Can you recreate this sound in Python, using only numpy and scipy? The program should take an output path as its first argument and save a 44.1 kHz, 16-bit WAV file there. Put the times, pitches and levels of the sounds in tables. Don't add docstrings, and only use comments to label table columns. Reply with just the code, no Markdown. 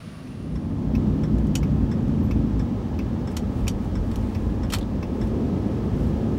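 import sys
import numpy as np
from scipy import signal
from scipy.fft import rfft, irfft
from scipy.io import wavfile
from scipy.ndimage import uniform_filter1d

SR = 44100
rng = np.random.default_rng(int(sys.argv[2]) if len(sys.argv) > 2 else 0)


def to_wav(s):
    ch = np.atleast_2d(s).T
    pcm = np.round(np.clip(ch, -1, 1) * 32767)
    wavfile.write(sys.argv[1], SR, pcm.astype(np.int16))


N = 281534
TIME = np.arange(N) / SR

# time_s, turns_per_s
CRANK_SPEED = [(0, 32.2), (.4, 31.8), (1.45, 29.8), (1.9, 28.4), (2.35, 26.9), (2.7, 26.1), (3.8, 28.3),
               (4.8, 31), (5.3, 34), (5.9, 36), (6.38, 37.2)]


def from_db(db):
    return 10 ** (np.asarray(db) / 20)


def unit_rms(x):
    return x / np.sqrt(np.mean(x ** 2) + 1e-20)


def curves(rows):
    time_s, *columns = np.transpose(rows)
    return [np.interp(TIME, time_s, column) for column in columns]


def swells(rows):
    power = sum(from_db(2 * db) * np.exp(-((TIME - mid_s) / half_s) ** 2) for mid_s, db, half_s in rows)
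    return np.sqrt(power + 1e-18)


def drift(rate_hz):
    hop, settle = 40, 2000
    pole = np.exp(-2 * np.pi * rate_hz * hop / SR)
    noise = rng.standard_normal(N // hop + settle + 2)
    slow = signal.lfilter([1], [1, -2 * pole, pole * pole], noise)[settle:]
    return np.interp(np.arange(N) / hop, np.arange(len(slow)), unit_rms(slow))


def coloured(spectrum):
    hz, db = np.transpose(spectrum)
    octave, points = np.log2(np.arange(N // 2 + 1) * SR / N + 1), np.log2(hz)
    outside = np.abs(octave - np.clip(octave, points[0], points[-1]))
    gain = from_db(np.interp(octave, points, db) - 20 * outside)
    return unit_rms(irfft(rfft(rng.standard_normal(N)) * gain, N))


def steady(x, span_s):
    return x / np.sqrt(uniform_filter1d(x ** 2, int(span_s * SR)) + 1e-12)


def resonate(x, modes):
    out = 0
    for k, (hz, width_hz, db) in enumerate(modes):
        radius = np.exp(-np.pi * width_hz / SR)
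        gain = (-1) ** k * from_db(db) * (1 - radius ** 2) / 2
        feedback = [1, -2 * radius * np.cos(2 * np.pi * hz / SR), radius ** 2]
        out = out + signal.lfilter([gain, 0, -gain], feedback, x + 1e-18)
    return out


def blow(modes, contact_s, tail_db, tail_t60_s):
    t = TIME[:SR // 5]
    attack = 1 - np.exp(-t / .0012)
    chatter = np.exp(-(t / contact_s) ** 2)
    tail = from_db(tail_db - 60 * (t / tail_t60_s) ** 1.45)
    burst = (chatter + tail) * attack * rng.standard_normal(len(t))
    sound = 0
    for k, (hz, width_hz, db) in enumerate(modes):
        ring = unit_rms(resonate(burst, [(hz, width_hz, 0)]))
        sound = sound + (-1) ** k * from_db(db) * np.sqrt(width_hz) * ring
    return sound / np.sqrt(np.sum(sound ** 2) / (.0004 * SR))


def add(track, start_s, sound):
    start = int(start_s * SR)
    track[start:start + len(sound)] += sound[:N - start]


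def lawn():
    # pitch_hz, width_hz, gain_db
    insect_modes = [(8800, 450, -12), (9580, 260, -2), (10130, 200, -7)]
    tone_modes = [(1150, 58, 0), (2770, 130, -6), (4480, 56, -10)]
    # freq_hz, density_db
    air_spectrum = [(300, -8), (620, 5.5), (850, -5), (1200, -1), (1800, -5), (2700, -7.5), (3500, -9.5),
                    (5300, -13), (7500, -21), (15000, -30)]
    rumble_spectrum = [(70, -8), (95, -2), (160, -1), (230, -8)]
    stroke_hz = 59 * (1 + .01 * drift(3))
    stroke = np.cos(2 * np.pi * np.cumsum(stroke_hz) / SR)
    rasp = stroke ** 4 * (1 + .38 * stroke) + .95
    insect = from_db(-64) * unit_rms(resonate(rasp * rng.standard_normal(N), insect_modes))
    tones = from_db(-56.5) * unit_rms(resonate(rng.standard_normal(N), tone_modes))
    air = from_db(-48.5) * coloured(air_spectrum)
    rumble = from_db(-41) * coloured(rumble_spectrum)
    return insect + tones + air + rumble


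def small_sounds():
    # mid_s, level_db, half_length_s
    slides = [(3.318, -53, .008), (3.59, -58.5, 0.055), (3.84, -62, .04), (4.24, -59.5, 0.19),
              (5.24, -61, .07), (6.04, -58.5, 0.055)]
    # freq_hz, density_db
    rustle_spectrum = [(2000, 0.5), (4000, -6), (8000, -7.5), (15000, -15)]
    # mid_s, pitch_hz, half_length_s, level_db
    squeak_event = (2.247, 12200, .022, -59)
    rustle = swells(slides) * from_db(2 * drift(90)) * coloured(rustle_spectrum)
    mid_s, pitch_hz, half_s, level_db = squeak_event
    envelope = from_db(level_db) * np.exp(-((TIME - mid_s) / half_s) ** 2)
    squeak = envelope * np.sin(2 * np.pi * pitch_hz * TIME + 2.5 * drift(60))
    whine = from_db(-81 + 1.5 * drift(3.6)) * np.sqrt(2) * np.sin(2 * np.pi * 15625 * TIME)
    return rustle + squeak + whine


def rattle():
    # start_s, level_db, panel_power_share, contact_s
    clacks = [(1.552, -13, 0.13, 0.0056), (3.366, -17.5, 0.4, 0.0066), (3.678, -13.5, 0.07, 0.0065),
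              (4.113, -33, 1, 0.0045), (4.699, -27, 0.5, 0.013), (4.7205, -16.5, 0.9, 0.014),
              (4.7341, -10, 0.88, 0.0059), (4.744, -17.5, 0.9, 0.0047)]
    # start_s, pitch_hz, level_db
    touches = [(4.702, 2880, -28), (4.75, 3330, -29), (4.76, 3480, -30), (4.81, 3680, -32.5),
               (4.826, 3650, -36)]
    # start_s, level_db
    snaps = [(1.384, -40), (1.469, -41.5), (2.081, -45), (3.845, -48), (4.158, -29.5), (4.785, -29),
             (5.273, -42)]
    # pitch_hz, width_hz, gain_db
    object_modes = [(1000, 400, -8), (2370, 200, 1.5), (3016, 130, 6.5), (3300, 80, 1), (3640, 270, -3.5),
                    (4640, 310, -2), (5650, 130, 5.5), (6150, 190, 1.5), (6910, 170, 5.5),
                    (7900, 310, -4.5), (8240, 220, 0), (9500, 400, -11), (10100, 300, -7),
                    (11500, 500, -9.5), (12600, 450, -9.5), (14500, 1500, -22)]
    panel_modes = [(556, 94, 0), (825, 210, -1), (1220, 380, 2.5), (2010, 130, 2.5), (2230, 77, -1),
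                   (2470, 160, 2), (3150, 120, 5), (3750, 200, 0.5), (4400, 140, 4), (5400, 190, -0.5),
                   (6500, 700, -15), (7440, 190, -3), (8000, 700, -6.5), (10300, 1800, -14),
                   (12500, 800, -10.5), (14500, 1800, -17)]
    trim_modes = [(2760, 610, 5), (6560, 1600, 1), (11000, 1800, -4), (14500, 1800, -9)]
    touch_width_hz = 480
    out = np.zeros(N)
    for start_s, db, share, contact_s in clacks:
        clack = blow(object_modes, contact_s, tail_db=-9, tail_t60_s=.08)
        panel = blow(panel_modes, contact_s, tail_db=-7, tail_t60_s=.085)
        add(out, start_s, from_db(db) * (np.sqrt(1 - share) * clack + np.sqrt(share) * panel))
    for start_s, hz, db in touches:
        ping = blow([(hz, touch_width_hz, 0)], contact_s=.004, tail_db=-9, tail_t60_s=.07)
        add(out, start_s, from_db(db) * ping)
    for start_s, db in snaps:
        add(out, start_s, from_db(db) * blow(trim_modes, contact_s=.0015, tail_db=-18, tail_t60_s=.045))
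    return out


def relay_clicks():
    # pitch_hz, width_hz, gain_db
    close_modes = [(1040, 190, 1), (2280, 280, -0.5), (2640, 63, 6), (3550, 250, -13), (5300, 720, -10.5),
                   (6140, 110, -11.5), (13050, 170, -15)]
    open_modes = [(1040, 130, 4.5), (1630, 150, 3.5), (1960, 180, 1.5), (2330, 200, -4), (3480, 160, -3),
                  (5130, 250, -5), (5410, 240, -0.5), (7830, 400, -13), (10000, 700, -23)]
    tick = from_db(-24.5) * blow(close_modes, contact_s=.006, tail_db=2, tail_t60_s=.06)
    tock = from_db(-27) * blow(open_modes, contact_s=.007, tail_db=3, tail_t60_s=.08)
    return np.array([tick, tock])


def turn_signal():
    first_s, period_s, closed_s, cancel_s = .27, .6795, .284, 5.211
    fresh_share = .58
    out, usual = np.zeros(N), relay_clicks()
    for start_s in np.arange(first_s, cancel_s, period_s):
        tick, tock = np.sqrt(1 - fresh_share) * usual + np.sqrt(fresh_share) * relay_clicks()
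        add(out, start_s, tick)
        add(out, min(start_s + closed_s, cancel_s), tock)
    return out


def body_motion(bump_gain):
    # time_s, level_db
    sway = [(.55, -49), (.8, -35), (1.6, -40), (2.5, -46), (3, -51), (3.7, -35), (4.6, -35), (5.3, -42),
            (5.65, -56), (6, -39), (6.38, -46)]
    # freq_hz, density_db
    heave_spectrum = [(27, -12), (33, 2), (38, -1), (47, 6)]
    shake_spectrum = [(44, -26), (51, -8.5), (55, -4), (58, 0), (62, -6), (68, -16), (76, -11)]
    boom_hz = 56.83
    heave = from_db(curves(sway)[0]) * steady(coloured(heave_spectrum), span_s=.23)
    boom = np.sqrt(2) * np.sin(2 * np.pi * (boom_hz * TIME + rng.random()) + 1.1 * drift(4))
    shake = from_db(-36) * steady(coloured(shake_spectrum), span_s=.47)
    return heave + bump_gain * boom + shake


def cab_boom(firing):
    # pitch_hz, width_hz, gain_db
    air_modes = [(156.5, 31, -7.5), (188.3, 11.5, 1), (216.9, 16.2, 2), (254.5, 21.8, -0.5),
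                 (292.7, 66, -9)]
    drive = coloured([(120, .0092), (330, .017)]) * (1 + .57 * firing)
    return from_db(-.14) * steady(resonate(drive, air_modes), span_s=.26)


def tyre_roar(firing):
    # freq_hz, density_db
    spectrum = [(120, 1.5), (300, 1), (400, -3), (520, -5.5), (660, -11), (870, -13), (1250, -20),
                (1550, -26), (2500, -36), (5000, -44.5)]
    # pitch_hz, width_hz, gain_db
    body_modes = [(523, 39, -2.5), (808, 26, -0.5), (874, 6.7, 6.5), (1049, 52, -1), (1279, 32, 5)]
    roar = unit_rms(coloured(spectrum) + resonate(coloured(spectrum), body_modes))
    return from_db(2.5) * roar * (1 + .081 * firing)


def ride(turns):
    # time_s, rumble_db, boom_db, roar_db
    road = [(0, -31.5, -27.5, -37), (2.4, -27.5, -25.5, -36.5), (2.9, -31, -29.5, -36.5),
            (4.3, -29, -29.5, -36), (5.05, -32.5, -29.5, -36.5), (5.4, -30, -26.5, -35),
            (6.38, -28, -30, -34.5)]
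    # mid_s, level_db, half_length_s
    bumps = [(.6, -28, .07), (.96, -27, 0.049), (1.39, -23.5, 0.057), (1.63, -25.5, 0.04),
             (1.82, -24.5, .04), (2.04, -30, 0.054), (2.42, -26.5, 0.061), (2.58, -23.5, 0.046),
             (2.97, -34, 0.067), (3.46, -31, 0.05), (3.65, -23.5, 0.032), (4.03, -26, 0.037),
             (4.22, -29, 0.071), (4.46, -37, .06), (4.65, -29.5, 0.15), (5.26, -26.5, .07),
             (6.05, -31, .08)]
    # freq_hz, density_db
    rumble_spectrum = [(66, -4), (80, 3.5), (100, 2.5), (122, 0), (150, -14), (240, -25.5)]
    hiss_spectrum = [(1000, -39), (1650, 0), (2000, -5.5), (3200, -6.5), (3900, -10.5), (5700, -13),
                     (6600, -16.5), (9200, -22), (16000, -28.5)]
    rumble_db, boom_db, roar_db = curves(road)
    firing = np.cos(2 * np.pi * turns * 3)
    bump_gain = swells(bumps)
    body = body_motion(bump_gain)
    rumble_gain = np.hypot(from_db(rumble_db), from_db(-8.5) * bump_gain)
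    rumble = rumble_gain * steady(coloured(rumble_spectrum), span_s=.17)
    boom = from_db(boom_db) * cab_boom(firing)
    roar = from_db(roar_db) * tyre_roar(firing)
    hiss = from_db(roar_db - 18.5 + .21 * drift(13)) * coloured(hiss_spectrum)
    return body + rumble + boom + roar + hiss


def engine(turns):
    # time_s, level_db
    drone = [(0, -26.5), (1.5, -27), (2.4, -29), (2.8, -41), (4.8, -43.5), (5.4, -33.5), (6.38, -30)]
    orders_db = [-1.5, 5, -2.5, -1, -0.5, 0, -1.5, 0.5, 1.5, 0.5, 3, -2.5, -1, 0, -2, -6.5, 1, -1, -0.5,
                 2.5]
    # freq_hz, gain_db
    seat_path = [(58, -5.5), (75, -10), (92, -14.5), (122, -10), (137, -2.5), (160, -1.5), (178, -18.5),
                 (198, -10), (216, -3.5), (235, -13), (256, -5.5), (300, -14), (420, -20.5), (900, -45)]
    throb_db, throb_hz, load_span_s = 1.26, 9.6, .75
    crank_hz, = curves(CRANK_SPEED)
    drone_db = curves(drone)[0] + throb_db * drift(throb_hz)
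    accel_hz_per_s = uniform_filter1d(np.gradient(crank_hz) * SR, int(load_span_s * SR))
    path_hz, path_db = np.transpose(seat_path)
    out = 0
    for order, order_db in enumerate(orders_db, 2):
        hz = order * crank_hz
        growl_db = 2 * accel_hz_per_s * np.clip((hz - 220) / 200, 0, 1)
        waver_db, waver_rad = 1.8 * drift(5), (.2 + .02 * order) * drift(8)
        db = order_db + np.interp(hz, path_hz, path_db) + growl_db + waver_db
        out = out + from_db(db) * np.sin(2 * np.pi * (order * turns + rng.random()) + waver_rad)
    return from_db(drone_db) * np.sqrt(2) * out


def scene():
    fade_s = 1
    turns = np.cumsum(curves(CRANK_SPEED)[0]) / SR
    cab = engine(turns) + ride(turns) + turn_signal() + rattle() + small_sounds()
    fade = np.minimum(TIME / fade_s, 1)
    cab_gain = np.maximum(fade ** 1.19, from_db(-19))
    return (cab_gain * cab + (1 - fade) * lawn())[None]


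def record(dry):
    ease_s, cutoff_hz = .004, 15900
    ease = np.minimum(1, np.minimum(TIME, TIME[::-1]) / ease_s)
    return signal.sosfilt(signal.ellip(10, .1, 80, cutoff_hz, fs=SR, output="sos"), dry * ease)


dry = scene()
out = record(dry)
to_wav(out)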